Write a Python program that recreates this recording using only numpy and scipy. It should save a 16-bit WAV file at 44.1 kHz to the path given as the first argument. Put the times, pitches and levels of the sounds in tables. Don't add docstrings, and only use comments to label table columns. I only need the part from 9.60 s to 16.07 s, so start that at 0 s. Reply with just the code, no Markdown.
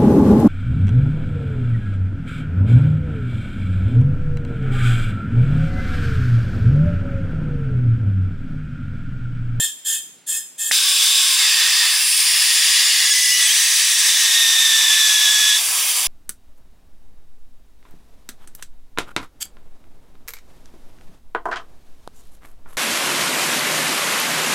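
import sys
import numpy as np
from scipy import signal
from scipy.fft import rfft, irfft, next_fast_len
from scipy.io import wavfile
from scipy.ndimage import uniform_filter1d, minimum_filter1d, map_coordinates

SR = 44100
rng = np.random.default_rng(int(sys.argv[2]) if len(sys.argv) > 2 else 0)


def put_to_file(sound):
    columns = np.atleast_2d(sound).T
    safe = np.clip(columns, -1, 1)
    whole_steps = np.round(safe * 32767)
    wavfile.write(sys.argv[1], SR, whole_steps.astype(np.int16))


N = 285327
TIME = np.arange(N) / SR

# (t/s, level/dB)
SEAL_POP = [(1.1122, -5)]
# (start/s, length/s, f/Hz, level/dB)
BUZZES = [(3.452, 0.014, 1700, -22), (3.503, .027, 1696, -19.5), (3.641, 0.0077, 1700, -21.5)]


def amp(db):
    return 10 ** (np.asarray(db) / 20)


def unit(x):
    return x / np.sqrt(np.mean(x ** 2) + 1e-20)


def along(points, hz):
    f, v = np.transpose(points)
    return np.interp(np.log(hz + 1), np.log(f + 1), v)


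def curves(rows):
    s, *cols = np.transpose(rows)
    return [np.interp(TIME, s, c) for c in cols]


def wobble(rate):
    knots = rng.standard_normal(int(N * rate / SR) + 4)
    return map_coordinates(knots, [TIME * rate])


def gate(start, stop, rise, fall):
    opening = np.clip((TIME - start) / rise, 0, 1)
    return opening * np.clip(1 + (stop - TIME) / fall, 0, 1)


def filtered(x, response):
    m = next_fast_len(N + 8192)
    spectrum = rfft(x, m) * response(np.fft.rfftfreq(m, 1 / SR))
    return irfft(spectrum, m)[..., :N]


def resonant(modes, broad, hz):
    f = np.arange(0, SR / 2, 10.)
    peaks = sum(amp(2 * db) / (1 + (2 * (f - c) / w) ** 2) ** 2 for c, w, db in modes)
    bass_cut = f ** 8 / (f ** 8 + 1000.0 ** 8)
    return np.interp(hz, f, np.sqrt(peaks * bass_cut + amp(2 * broad(f))))


def rush(side_db, patchy_db):
    z = signal.stft(rng.standard_normal((2, N)), nperseg=512)[2]
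    field = uniform_filter1d(rng.standard_normal(z.shape[1:]), 4, 0)
    field = uniform_filter1d(field, 16, 1)
    mid, side = signal.istft(z * amp(patchy_db * unit(field)), nperseg=512)[1][:, :N]
    side = filtered(side, lambda hz: amp(along(side_db, hz)))
    return np.array([mid + side, mid - side])


def tone(hz):
    return np.sqrt(2) * np.exp(2j * np.pi * np.cumsum(hz) / SR)


def unsteady(blur_hz, fuzz, rate):
    level = unit(1 + fuzz * wobble(rate))
    wander = 2 * np.pi * np.cumsum(blur_hz * wobble(50)) / SR
    return level * np.exp(1j * (wander + fuzz * wobble(rate)))


def leak():
    # (t/s, change takes/s, jet level/dB)
    shifts = [(1.11, 0.0046, -14.5), (1.8, 0.088, -15), (2.36, 0.3, -15), (2.78, 0.5, -14),
              (3.5, 0.11, -15.5), (3.8, .08, -14.5), (4.6, 0.51, -15), (5.99, .06, -18.5)]
    # (f/Hz, width/Hz, level/dB)
    lip_modes = [
        [(1584, 280, -7), (3620, 570, 3.5), (5100, 610, -0.5), (6100, 180, -9), (6200, 170, -3),
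         (7460, 430, -1.5), (8760, 250, -3.5), (10100, 900, -12), (11660, 350, -13), (12510, 840, -15.5),
         (15060, 900, -20)],
        [(1790, 700, -3), (2660, 210, -1), (3530, 480, 2.5), (4860, 1500, -0.5), (6140, 260, -3),
         (6670, 130, -11), (7450, 370, -0.5), (8650, 280, -15), (10060, 700, -10), (12300, 900, -13),
         (14960, 600, -15)],
        [(1800, 520, -5.5), (2600, 840, -4), (3380, 170, -1), (5100, 1040, 2.5), (6560, 220, -2),
         (7370, 400, -1.5), (8660, 550, 3), (9410, 280, -4), (10070, 1070, 2.5), (12750, 1000, -7),
         (15090, 770, -8)],
        [(1910, 420, 0), (2830, 200, -1.5), (3420, 270, -1), (4900, 1700, -0.5), (6870, 510, -3),
         (7490, 250, -4), (8660, 330, -16), (9940, 890, -4.5), (11390, 280, -15), (12500, 310, -11),
         (15040, 280, -23)],
        [(1940, 490, -4), (2890, 160, 0), (3400, 290, -2), (4350, 190, -2), (5160, 570, 1.5),
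         (6170, 1600, -2.5), (7750, 750, -9), (9240, 480, -9), (10000, 780, -4), (12700, 530, -10),
         (14080, 130, -20)],
        [(1876, 430, -3.5), (3700, 340, -6), (4810, 110, -43), (6000, 1400, -4.5), (7700, 240, -5.5),
         (8600, 340, -8), (10200, 630, -13), (11430, 270, -17), (12700, 170, -11)],
        [(1790, 440, -2), (3490, 320, 5), (3760, 420, 3.5), (4770, 170, -6), (5500, 1150, -1), (6180, 1300, -1),
         (7740, 1500, -2.5), (10020, 490, -4), (11360, 450, -9), (12970, 1300, -10)],
        [(3230, 480, -1), (4670, 500, -1), (5740, 1400, -1), (6700, 510, -5), (7380, 510, 0.5), (8370, 870, 0),
         (9980, 1160, 3.5), (12000, 1000, -8), (12900, 1200, -4), (15130, 1400, -7)],
    ]
    # (level/dB, tilt/dB per octave)
    shape_jets = [(-4.5, 0), (-3, -1.3), (-4.5, -1.8), (-4, -0.3), (-5, 0.8), (-6, 0.3), (-3, -2.08),
                  (-6, -6)]
    # (f/Hz, relative level/dB)
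    jet_spectrum = [(30, -68), (80, -66), (150, -62.5), (300, -46), (600, -29), (850, -21), (1200, -13.5),
                    (1700, -10), (2500, -3.5), (4000, 2), (6500, -5.5), (10300, -3), (11000, -14.5),
                    (13000, -15), (15800, -14)]
    # (f/Hz, side minus mid/dB)
    jet_width = [(60, -8), (110, -8), (200, -13), (380, -37), (700, -54), (1290, -101), (2380, -27),
                 (4400, -12), (8120, -13), (15000, -9.5)]
    air = filtered(rush(jet_width, patchy_db=.9), bench)
    shape = sum(np.clip((TIME - s) / takes + .5, 0, 1) for s, takes, _ in shifts[1:])
    hiss = 0
    for k, (modes, (db, tilt)) in enumerate(zip(lip_modes, shape_jets)):
        broad = lambda hz: along(jet_spectrum, hz) + db + tilt * np.log2((hz + 1) / 5000)
        voiced = unit(filtered(air, lambda hz: resonant(modes, broad, hz)))
        hiss = hiss + voiced * np.clip(1 - abs(shape - k), 0, 1)
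    level_db = np.interp(shape, np.arange(len(shifts)), [db for *_, db in shifts])
    flutter_db = 0.51 * wobble(30) + 0.34 * wobble(5.3)
    start = np.clip((TIME - SEAL_POP[0][0]) / shifts[0][1], 0, 1)
    jet = start * amp(level_db + flutter_db - 2.5 * buzzing()) * hiss
    near = rng.standard_normal(2600) * amp(-60 * np.arange(2600) / SR / .12)
    near = near / np.linalg.norm(near)
    return jet + amp(-11) * signal.fftconvolve(jet, near[None], axes=1)[:, :N]


def bench(hz):
    # (f/Hz, width/Hz, depth 0-1)
    dips = [(1428, 250, 0.73), (4175, 240, 0.78)]
    return np.prod([1 - d / (1 + (2 * (hz - c) / w) ** 2) for c, w, d in dips], axis=0)


def whistle():
    # (start/s, stop/s, swell/s, first f/Hz, settled f/Hz, glide/s, level/dB, octave level/dB,
    #  pitch wander/Hz, fuzz 0-1)
    whistles = [(1.778, 2.327, 0.036, 2184, 1827, .13, -30, -34, 25, 0.5),
                (3.349, 3.845, 0.13, 2020, 1969, 0.46, -26, -41, 12, 0.15),
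                (4.52, 5.948, 0.23, 1865, 1708, 1.15, -26, -20, 13.99, 0.17)]
    out = 0
    for a, b, swell, first_hz, settled_hz, glide, db, octave_db, blur_hz, fuzz in whistles:
        sag = np.sin(np.pi / 2 * np.clip((TIME - a) / glide, 0, 1)) ** 2
        pitch_hz = first_hz + (settled_hz - first_hz) * sag
        turn = tone(pitch_hz) * unsteady(blur_hz, fuzz, rate=150)
        doubled = turn ** 2 / (abs(turn) + .1)
        octave = unit((doubled * unsteady(0, .17, rate=400)).real)
        effort = gate(a, b, swell, fall=0.036)
        out = out + effort * (amp(db) * turn.real + amp(octave_db) * effort * octave)
    return out * (1 - buzzing())


def buzzing():
    return np.clip(sum(gate(s, s + length, .003, 0.0033) for s, length, _, _ in BUZZES), 0, 1)


def lip_buzz():
    # (multiple of the pitch, level/dB)
    harmonics = [(1, -4), (2, 1), (3, 1), (4, 3), (5, 1)]
    out = 0
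    for s, length, hz, db in BUZZES:
        buzz = sum(amp(db + g) * np.sin(2 * np.pi * k * hz * TIME) for k, g in harmonics)
        out = out + gate(s, s + length, .003, 0.0038) * buzz
    return out


def squeaks():
    # (start/s, stop/s, start f/Hz, stop f/Hz, level/dB)
    glides = [(3.707, 3.807, 2960, 2935, -24.5), (3.71, 3.83, 4820, 4880, -36),
              (3.733, 3.805, 5760, 5860, -28), (3.8, 3.874, 3426, 3400, -22),
              (3.871, 3.923, 2990, 3290, -21), (3.826, 3.864, 8050, 8000, -21),
              (4.36, 4.407, 7200, 7330, -26.5)]
    shaky = unsteady(18, .45, rate=200)
    out = 0
    for a, b, from_hz, to_hz, db in glides:
        glide = tone(np.interp(TIME, (a, b), (from_hz, to_hz)))
        out = out + gate(a, b, 0.018, 0.015) * amp(db) * (shaky * glide).real
    return out


def drone():
    # (t/s, f/Hz, level/dB)
    drone_path = [(1.22, 1135, -42), (1.45, 1110, -44.5), (1.72, 1085, -39.5), (1.799, 1000, -44)]
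    hz, db = curves(drone_path)
    sound = (unsteady(8.2, 0.41, rate=120) * tone(hz)).real
    return gate(drone_path[0][0], drone_path[-1][0], .03, 0.027) * amp(db) * sound


def gun():
    # (open/s, level/dB, body gain/dB)
    pulls = [(-.06, -18.5, 1.5), (0.244, -19.5, -1), (0.663, -21.5, -6), (0.977, -21.5, -5)]
    # (f/Hz, width/Hz, level/dB)
    gun_modes = [(1710, 140, -8), (1810, 30, -5), (2140, 120, -25), (2575, 45, -9), (2810, 130, -16),
                 (3155, 45, 1), (3310, 230, 1), (3590, 120, 2), (4070, 160, -16), (4300, 240, -15),
                 (5125, 35, -8), (5290, 130, -13), (5920, 180, -11), (6550, 150, -1), (6800, 290, -3),
                 (7370, 280, 5), (8040, 250, -3), (8440, 140, 3), (9060, 270, -2), (9740, 210, -1),
                 (10330, 430, -9), (10890, 120, -1), (11170, 210, -10), (11620, 340, -11), (12320, 470, -8),
                 (12890, 170, -10), (13250, 470, -11), (13880, 170, -10), (14400, 220, -13),
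                 (14760, 240, -14)]
    # (f/Hz, relative level/dB)
    gun_jet = [(300, -41.5), (1200, -31), (2300, -54), (4500, -18.5), (7500, -27), (11000, -29),
               (16000, -21)]
    open_s, held_s, bleed_t60_s = .03, 0.11, 0.21
    air = rush([(1000, -11), (2500, -41), (5000, -7), (14000, -29)], patchy_db=1.5)
    hiss = unit(filtered(air, lambda hz: resonant(gun_modes, lambda f: along(gun_jet, f), hz)))
    body = filtered(hiss, lambda hz: 1 / (1 + ((hz - 3400) / 700) ** 4))
    out = 0
    for s, db, body_db in pulls:
        bleed = amp(-60 * np.clip(TIME - s - held_s, 0, None) / bleed_t60_s)
        flow = np.clip((TIME - s) / open_s, 0, 1) * bleed
        out = out + amp(db) * flow * (hiss + (amp(body_db) - 1) * body)
    return out


def cylinder(x):
    # (f/Hz, level/dB, t60/s)
    air_modes = [(1810, 1, .3), (2575, -2, .28), (3155, 5, .4), (5125, 3, .35)]

    def response(f):
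        total = 0
        for hz, db, t60 in air_modes:
            width = np.log(1000) / (np.pi * t60)
            total = total + amp(db) * 1j * f * width / (hz * hz - f * f + 1j * f * width)
        return total
    return filtered(x, response)


def pop():
    # (f/Hz, level/dB, t60/s)
    cap_modes = [(1870, 6.5, 0.0065), (900, -14, 0.013), (252, -37, .04), (5200, -6, .008)]
    (s, db), = SEAL_POP
    t = np.clip(TIME - s, 0, None)
    ring = sum(amp(g - 60 * t / t60) * np.sin(2 * np.pi * hz * t) for hz, g, t60 in cap_modes)
    return amp(db) * (1 - np.exp(-t / 0.00035)) * ring


def shop(x):
    # (f/Hz, t60/s)
    shop_decay = [(500, 1), (2000, 0.42), (6000, 0.61), (14000, 0.5)]
    hz, t, z = signal.stft(rng.standard_normal((2, SR // 2)), SR, nperseg=256)
    decay = amp(-60 * t / along(shop_decay, hz)[:, None])
    tail = signal.istft(z * decay, SR, nperseg=256)[1]
    return signal.fftconvolve(x, tail / np.linalg.norm(tail[0]), axes=1)[:, :N]


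def background():
    # (t/s, level/dB)
    rumble_level = [(0.0, -63.5), (1.08, -61), (1.12, -53), (1.3, -74), (2.7, -69), (3.55, -57),
                    (3.95, -65.5), (5.9, -78), (6.25, -59), (6.4, -63)]
    # (f/Hz, relative level/dB)
    rumble = [(25, -40), (60, -23), (150, -3.5), (260, -1), (420, -4.5), (700, -11), (1200, -58)]
    # (f/Hz, relative level/dB)
    room_tone = [(120, -53), (200, -5.5), (294, -20), (360, -13), (735, 2), (1230, 1.5), (3000, 4.5),
                 (7010, -5), (16000, -27)]
    rumble_db, = curves(rumble_level)
    low_noise = rush([(30, -12), (130, -4), (400, -8.0)], patchy_db=1.5)
    lumps = amp(2.1 * wobble(18)) * filtered(low_noise, lambda hz: amp(along(rumble, hz)))
    room_noise = rush([(300, -9.5), (10000, -33)], patchy_db=0.5)
    hush = filtered(room_noise, lambda hz: amp(along(room_tone, hz)))
    return amp(rumble_db) * unit(lumps) + amp(-57.5) * unit(hush)


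def scene():
    # (t/s, left minus right/dB)
    drift = [(0.0, 1.5), (2.0, 0.8), (2.99, 1.56), (5.39, 0.8), (6.47, 0.5)]
    drift_db, = curves(drift)
    squirts = gun()
    squirts = squirts + cylinder(squirts)
    lip_tones = whistle() + lip_buzz() + squeaks() + drone()
    bench_sounds = leak() + lip_tones + squirts + amp(-9.0) * shop(squirts) + pop()
    return bench_sounds * amp(drift_db * np.array([[.5], [-.5]])) + background()


def record(dry):
    # (f/Hz, left minus right/dB)
    lean = [(60, 0.0), (130, 0), (290, -0.5), (640, 0.5), (1410, -2.5), (3100, -1), (6820, -1),
            (15000, -0.5)]
    ceiling, react_s, top_hz = 0.75, 0.0017, 15800
    span = round(react_s * SR)
    needed = ceiling / np.maximum(abs(dry).max(axis=0), ceiling)
    held = dry * uniform_filter1d(minimum_filter1d(needed, 2 * span + 1), span)

    def colour(hz):
        bass_cut = hz ** 2 / (hz ** 2 + 50 ** 2)
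        return amp(along(lean, hz) * np.array([[.5], [-.5]])) * bass_cut * (hz < top_hz)
    return filtered(held, colour)


dry = scene()
out = record(dry)
put_to_file(out)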